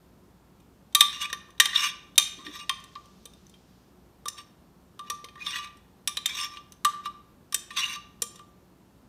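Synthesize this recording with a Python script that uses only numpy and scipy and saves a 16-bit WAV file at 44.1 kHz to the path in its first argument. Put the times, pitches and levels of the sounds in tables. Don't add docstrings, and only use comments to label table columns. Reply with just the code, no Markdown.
import sys
import numpy as np
from scipy import signal
from scipy.fft import rfft, irfft, next_fast_len
from scipy.io import wavfile
from scipy.ndimage import uniform_filter1d, minimum_filter1d

SR = 44100
rng = np.random.default_rng(int(sys.argv[2]) if len(sys.argv) > 2 else 0)


def nominal_scale(level):
    x = np.asarray(level, float) / 20
    return 10 ** x


def unload_audio(sound):
    columns = np.transpose(np.atleast_2d(sound))
    steps = np.round(np.clip(columns, -1, 1) * 32767)
    wavfile.write(sys.argv[1], SR, steps.astype(np.int16))


N = 400428


def rms_one(x):
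    return x / np.sqrt(np.mean(x ** 2) + 1e-20)


def band(x, low_hz, high_hz):
    return signal.sosfilt(signal.butter(2, [low_hz, high_hz], "band", fs=SR, output="sos"), x)


def drift(rate_hz):
    r = np.exp(-80 * np.pi * rate_hz / SR)
    noise = rng.standard_normal(N // 40 + 2002)
    slow = signal.lfilter([1], [1, -2 * r, r * r], noise)[2000:]
    return np.interp(np.arange(N) / 40, np.arange(len(slow)), rms_one(slow))


def ring(force, hz, t60):
    r, w = nominal_scale(-60 / (t60 * SR)), 2 * np.pi * hz / SR
    return signal.lfilter([0, np.sin(w)], [1, -2 * r * np.cos(w), r * r], force + 1e-18)


def dying_noise(clicks, t60, low_hz, high_hz):
    envelope = signal.lfilter([1], [1, -nominal_scale(-60 / (t60 * SR))], clicks + 1e-18)
    return envelope * rms_one(band(rng.standard_normal(N), low_hz, high_hz))


# f/Hz, relative level/dB of the third-octave band there
ROOM_SPECTRUM = [(19, -35.5), (32, -8), (60, 0), (134, -0.5), (188, 2.5), (369, -6), (545, -10.5),
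                 (1020, -13), (2050, -24), (3540, -25.5), (10300, -32), (12700, -30.5), (16000, -32)]
# f/Hz, level/dB rms before the waver
HUM_LINES = [(60, -69.5), (183.0, -68.5), (360.7, -72.5)]
ROOM_TONE_DB = -58


def room_tone(patchy_db=0.6, waver_db=2.5):
    hz, db = np.transpose(ROOM_SPECTRUM)
    edges = 35 * 2 ** (np.arange(28) / 3)
    white = rng.standard_normal((2, N))
    noise = np.zeros(N)
    for k, (low, high) in enumerate(zip(edges, edges[1:])):
        level_db = np.interp(np.log(low * high) / 2, np.log(hz), db)
        noise += nominal_scale(level_db + patchy_db * drift(5.2)) * band(white[k % 2], low, high)
    out = nominal_scale(ROOM_TONE_DB) * rms_one(noise)
    t = np.arange(N) / SR
    for line_hz, line_db in HUM_LINES:
        out += np.sqrt(2) * nominal_scale(line_db + waver_db * drift(6)) * np.sin(2 * np.pi * line_hz * t)
    return out


def near_spot(hz, spot_hz):
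    return np.exp(-(np.log2(hz / spot_hz) / 0.039) ** 2 / 2)


# t/s, nominal level/dB, bell note/dB and treble/dB against that level before colour,
# f/Hz of the mode that the struck spot favours
KNOCK_LIST = [(0.601,-56,-23.5,-10,3280), (0.925,-52,-31,-9,3700), (0.9487,-6,-19,-6.5,3800),
              (1.0068,-3,-20.5,-9,3690), (1.3283,-19,-22.5,-14.5,1075), (1.4855,-55,0.5,-14.5,1770),
              (1.504,-48.5,-14.5,-11,3390), (1.579,-45.5,-22,-18,3800), (1.5997,-1.5,-26.5,-10.5,1790),
              (1.6557,-12.5,-30,-14,3820), (1.758,-17.5,-25,-19.5,3630), (2.157,-42.5,-29,-10,3700),
              (2.179,-2.5,-28.5,-6.5,3720), (2.4653,-29,-25,-34,1815), (2.6940,-14,-18,-18,1075),
              (2.8,-53,-17,-3,7200), (2.8396,-39.5,-19.5,-10.5,4050), (2.9539,-30.5,-7.5,-36,1075),
              (3.056,-50.5,-25,-12,5800), (3.255,-37,-20,-7.5,3510), (3.335,-55,-19,-5.5,3560),
              (3.465,-58,-25,-6,6150), (3.4957,-55,-29,0,3480), (3.54,-49.5,-35,-15,3240),
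              (4.2563,-32.5,0.5,-9.5,3580), (4.2815,-25,-13.5,-6,5400), (4.9919,-32.5,-4,-17,2830),
              (5.0996,-20,-12,-9,5770), (5.243,-29,-21,-19,1075), (5.2862,-38.5,-15,-27,2460),
              (5.3549,-43,-4.5,-24,1830), (5.4664,-26,-8.5,-30,3625), (5.7704,-54,-15,-7.5,8600),
              (6.0745,-15,-21,-8,3630), (6.1699,-18,-25.5,-15,3890), (6.258,-15,-30.5,-9,3620),
              (6.57,-32,-10,-35,2864), (6.7214,-42,-20,-5.5,2800), (6.8477,-11,-3.5,-10.5,3870),
              (7.0559,-30.5,2.5,-16,2736), (7.5239,-29,-11,-7,4000), (7.5438,-15,-30,-5,3630),
              (7.7056,-34,-17,-28,1855), (7.773,-18.5,-11.5,-25,3670), (8.2197,-19,-22.5,-4,7400),
              (8.357,-43.5,-14,-6.5,3380), (8.3909,-39.5,-6,-19,2840)]
# level/dB of bell, low wall, main wall, bright
KNOCK_COLOUR = [-2.5, -16, -11, -1]
DULL_KNOCK_LOWS = 0.053


def knock_levels():
    _, level_db, bell_db, treble_db, _ = np.transpose(KNOCK_LIST)
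    low_wall_db = -DULL_KNOCK_LOWS * treble_db
    main_wall_db = 0 * level_db
    return level_db + np.array([bell_db, low_wall_db, main_wall_db, treble_db]) + np.c_[KNOCK_COLOUR]


# t/s, pressure as level/dB, f/Hz of the wall mode under the spoon tip
STROKE_PATHS = [
    [(1.12, -39, 3100), (1.194, -45, 2820), (1.218, -28.5, 2850), (1.26, -34.5, 2600), (1.274, -69, 2430),
     (1.296, -49, 2312), (1.31, -23.5, 2650)],
    [(1.69, -37, 3270), (1.704, -43, 3050), (1.748, -37.5, 3770), (1.758, -30, 3740), (1.816, -30, 3150),
     (1.846, -23, 3004), (1.892, -37.5, 3570), (1.91, -45, 3520)],
    [(2.375, -48, 1900), (2.43, -53, 3470), (2.455, -44.5, 3370), (2.485, -47.5, 3500),
     (2.525, -47.5, 3040), (2.549, -41, 3200), (2.603, -41, 2900), (2.65, -54, 2730)],
    [(5.37, -59, 2170), (5.424, -44, 2540), (5.434, -52, 3000), (5.466, -33, 3500), (5.51, -35, 3540),
     (5.534, -37, 2750), (5.566, -27, 3280), (5.61, -43.5, 2700), (5.645, -38, 2400), (5.69, -56, 2295)],
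    [(6.285, -31, 3470), (6.315, -45.5, 3190), (6.341, -36, 3700), (6.451, -33, 3200), (6.491, -58.5, 3030),
     (6.537, -45.5, 2690), (6.579, -51, 2910), (6.59, -47, 2800)],
    [(7.7, -50, 2520), (7.708, -42, 2490), (7.728, -53, 3290), (7.762, -42, 3450), (7.77, -27.5, 3550),
     (7.82, -31, 2930), (7.96, -38, 3080), (7.985, -67, 3540)],
    [(4.365, -43, 3200), (4.387, -42, 3240), (4.435, -63, 3340)],
    [(7.03, -60, 2810), (7.062, -34.5, 2880), (7.085, -57, 2820)],
    [(8.33, -71.5, 3440), (8.346, -59.5, 3440), (8.39, -65, 3350)],
    [(5.04, -62, 1880), (5.075, -49.5, 1900), (5.09, -49, 1900)],
]
# level/dB of bell, low wall, main wall, bright
RUB_COLOUR = [-12, -14.5, -7, -12]
PRESSURE_SLOPES = [0.699, 0.899, 1.05, 1.098]
USUAL_PRESSURE_DB, LIFT_S = -35, 0.008
TREBLE_DB_PER_OCTAVE, USUAL_SPOT_HZ = 8.0, 3192


def stroke_gains():
    t, gains, spot_hz = np.arange(N) / SR, 0, np.ones(N)
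    for rows in STROKE_PATHS:
        s, db, hz = np.transpose(rows)
        fade = np.clip(np.minimum(t - s[0], s[-1] - t) / LIFT_S, 0, 1)
        extra_db = np.interp(t, s, db) - USUAL_PRESSURE_DB
        family_db = USUAL_PRESSURE_DB + np.c_[RUB_COLOUR] + np.c_[PRESSURE_SLOPES] * extra_db
        gains = gains + fade * nominal_scale(family_db)
        spot_hz = np.where(fade > 0, np.interp(t, s, hz), spot_hz)
    gains[-1] *= nominal_scale(TREBLE_DB_PER_OCTAVE * np.log2(spot_hz / USUAL_SPOT_HZ))
    return gains, spot_hz


def grit_clicks(per_s=4000, spread_db=3.5, slips_per_s=60):
    sizes = nominal_scale(spread_db * np.minimum(rng.exponential(1, N), 4)) * rng.choice([-1, 1], N)
    lot = rng.random(N)
    chance = per_s * nominal_scale(4.0 * drift(slips_per_s)) / SR
    return rms_one(sizes * (lot < chance))


# middle t/s, length/s, level/dB as gain of the grit, favoured f/Hz
SQUAWK_LIST = [(1.253, 0.029, -30, 2530), (1.735, 0.023, -38, 1940), (2.405, 0.06, -50, 1090),
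               (5.386, 0.035, -51, 1800), (5.414, 0.029, -43.5, 2490), (5.545, 0.072, -40.5, 1920),
               (6.286, 0.1, -41.5, 2380)]


def judder(hz):
    t, gain = np.arange(N) / SR, np.zeros(N)
    for middle_s, length_s, db, spot_hz in SQUAWK_LIST:
        swell = np.cos(np.pi * np.clip((t - middle_s) / length_s, -0.5, 0.5))
        gain += nominal_scale(db) * near_spot(hz, spot_hz) * swell
    return gain


# mode f/Hz, struck level/dB, rubbed level/dB (both relative), free ring time t60/s
JAR_MODES = [(1075, -1.5, -6, 0.069), (1170.5, -3, -5, 0.3), (1179.5, -3, -2, .27),
             (1836, -4, -24.5, 0.045), (1920, -21.5, -4.5, 0.034), (2360, -14, -7, 0.085),
             (2490, -7.5, -4, 0.061), (2852, -8.5, -4, 0.035), (3179, -4.5, -19, 0.049),
             (3440, -22.5, -7.5, 0.052), (3630, -3, -10, 0.052), (3730, -5.5, -5.5, 0.034),
             (3914, -10.5, -11.5, 0.049), (4507, -17.5, -15, 0.053), (4680, -19, -13, .03),
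             (5400, -6, -2, 0.028), (5700, -8, -6.5, 0.048), (6110, 5, -10, 0.011), (6150, -9, -7, 0.054),
             (7220, -6, -15, 0.028), (8000, -8, -13.5, 0.039), (8600, -5, -7.5, 0.031),
             (9220, -4, -23, 0.032), (9500, -6, -27, 0.029), (10700, -9, -21.5, 0.036),
             (12170, -10, -22.5, 0.015), (12600, -18.5, -18.5, .018)]
# t/s, upper twin over lower/dB
TWIN_TILT = [(1.0, -14.5), (2.2, -2), (5.1, 13.5), (6.3, 0.5), (6.85, 3), (7.5, -5), (8.2, 10.5)]
FAMILY_EDGES = [900, 1500, 2750, 4600, 15500]
# level/dB of low wall, main wall, bright
CRACK_LEVELS = [-2, 0, -1.5]
CHATTER_S, CRACK_T60_S = 0.0021, 0.035
RASP_DB = -15.0
RUB_DAMPING = 0.9
STRUCK_SPOT_DB, RUBBED_SPOT_DB = 12, 9
BODY_DB, BODY_T60_S = -33.5, 0.062


def spoon_on_jar(vary_db=4.5, wander_db=3.5, flicker_db=3.0, shift=0.012):
    knocks = np.array(KNOCK_LIST)
    at = np.round(knocks[:, 0] * SR).astype(int)
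    draws = rng.standard_normal((len(at), 2, len(JAR_MODES)))
    struck_vary, late = draws[:, 0], draws[:, 1]
    twins = {1: -1, 2: 1}
    twin_db = np.interp(knocks[:, 0], *np.transpose(TWIN_TILT))
    late[:, 2] = late[:, 1]
    contact = at[:, None] + (np.abs(late) * CHATTER_S * SR).astype(int)

    grit, knock_db = grit_clicks(), knock_levels()
    pressure, spot_hz = stroke_gains()
    firm = np.tanh(pressure[2] / nominal_scale(USUAL_PRESSURE_DB - 17.5))
    out = np.zeros(N)
    for k, (hz, struck_db, rubbed_db, t60) in enumerate(JAR_MODES):
        family = np.searchsorted(FAMILY_EDGES, hz) - 1
        on_wall = family > 0

        blow_db = knock_db[family] + struck_db + STRUCK_SPOT_DB * near_spot(hz, knocks[:, -1])
        if k in twins:
            blow_db = blow_db + twins[k] * twin_db / 2
        else:
            blow_db = blow_db + vary_db * struck_vary[:, k]
        blows = np.zeros(N)
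        blows[contact[:, k]] = nominal_scale(blow_db) * np.sign(late[:, k])
        out += ring(blows, hz, t60)

        travel_db = on_wall * (wander_db * drift(6.1) + flicker_db * drift(35))
        rub_db = rubbed_db + RUBBED_SPOT_DB * firm * near_spot(hz, spot_hz) + travel_db
        rub_t60 = t60 * (RUB_DAMPING if on_wall else 1)
        force = grit * (pressure[family] * nominal_scale(rub_db) + judder(hz))
        force *= np.sqrt(4 * np.log(1000) / rub_t60 / SR)

        step = shift * on_wall
        turn = np.pi / 4 * (1 + np.tanh(2 * drift(10)))
        out += ring(force * np.cos(turn), hz * (1 - step), rub_t60)
        out += ring(force * np.sin(turn), hz * (1 + step), rub_t60)

    for family in (1, 2, 3):
        low_hz, high_hz = FAMILY_EDGES[family], FAMILY_EDGES[family + 1]
        cracks = np.zeros(N)
        cracks[at] = nominal_scale(knock_db[family] + CRACK_LEVELS[family - 1])
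        out += dying_noise(cracks, CRACK_T60_S, low_hz, high_hz)
        out += pressure[family] * nominal_scale(RASP_DB) * rms_one(band(grit, low_hz, high_hz))

    bumps = np.zeros(N)
    bumps[at] = nominal_scale(knocks[:, 1] + BODY_DB)
    body = dying_noise(bumps, BODY_T60_S, 750, 1000)
    return body + signal.sosfilt(signal.butter(12, 1030, "high", fs=SR, output="sos"), out)


WALL_ECHO_S, WALL_ECHO_DB = 0.017, -16
KITCHEN_DB, KITCHEN_T60_S = -23.5, 0.62
WALL_CUT_HZ = 11000


def kitchen(x):
    size = next_fast_len(N + SR)
    w = 2 * np.pi * np.fft.rfftfreq(size)
    dull = 1 / (1 + 1j * w * SR / (2 * np.pi * WALL_CUT_HZ))
    lags = np.round(np.geomspace(0.019, 0.047, 10) * SR) + rng.integers(0, 40, 10)
    tail = 0
    for k, lag in enumerate(lags):
        loop = nominal_scale(-60 * lag / SR / KITCHEN_T60_S) * np.abs(dull) * np.exp(-1j * w * lag)
        tail = tail + (-1) ** k * loop / (1 - loop)
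    for lag in (73, 211):
        z = np.exp(-1j * w * lag)
        tail = tail * (z - 0.65) / (1 - 0.65 * z)
    echo = nominal_scale(WALL_ECHO_DB) * dull * np.exp(-1j * w * WALL_ECHO_S * SR)
    return irfft(rfft(x, size) * (nominal_scale(KITCHEN_DB) * tail + echo), size)[:N]


# t/s, level/dB before the band-pass
AIR_PUSHES = [(1.327, -41.5), (1.5993, -36), (3.2542, -44.5), (4.2564, -43.5), (5.099, -41.5), (5.24, -43),
              (6.1697, -45.5), (6.8492, -41.5), (7.544, -43), (8.221, -32.5)]


def thuds(note_hz=477.5, t60_s=0.042):
    s, db = np.transpose(AIR_PUSHES)
    push = np.zeros(N)
    push[np.round(s * SR).astype(int)] = nominal_scale(db)
    return band(ring(push, note_hz, t60_s), 230, 1600)


# t/s, level/dB rms before the end fades
PLOP_LEVEL = [(2.375, -39), (2.44, -70.5), (2.46, -48), (2.496, -42.5), (2.525, -61)]


def plop(fade_s=0.021):
    t, (s, db) = np.arange(N) / SR, np.transpose(PLOP_LEVEL)
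    fade = np.clip(np.minimum(t - s[0], s[-1] - t) / fade_s, 0, 1)
    return fade * nominal_scale(np.interp(t, s, db)) * rms_one(band(rng.standard_normal(N), 272, 356))


# t/s, level/dB rms
HISS_LEVEL = [(2.659, -64), (3.8, -73), (4.2, -96)]


def soft_hiss():
    t, (s, db) = np.arange(N) / SR, np.transpose(HISS_LEVEL)
    return (t > s[0]) * nominal_scale(np.interp(t, s, db)) * rms_one(band(rng.standard_normal(N), 2500, 6500))


def scene():
    near = spoon_on_jar() + thuds() + plop() + soft_hiss()
    return (near + kitchen(near) + room_tone())[None]


def roll_off(x):
    return signal.sosfilt(signal.butter(12, 16850, fs=SR, output="sos"), x)


def record(dry):
    heard = signal.sosfilt(signal.cheby2(10, 60, 16600, fs=SR, output="sos"), dry)
    gain = minimum_filter1d(np.minimum(1, 0.95 / (np.abs(heard) + 1e-9)), size=129)
    mix = heard * uniform_filter1d(gain, size=129)
    return roll_off(mix)


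dry = scene()
out = record(dry)
unload_audio(out)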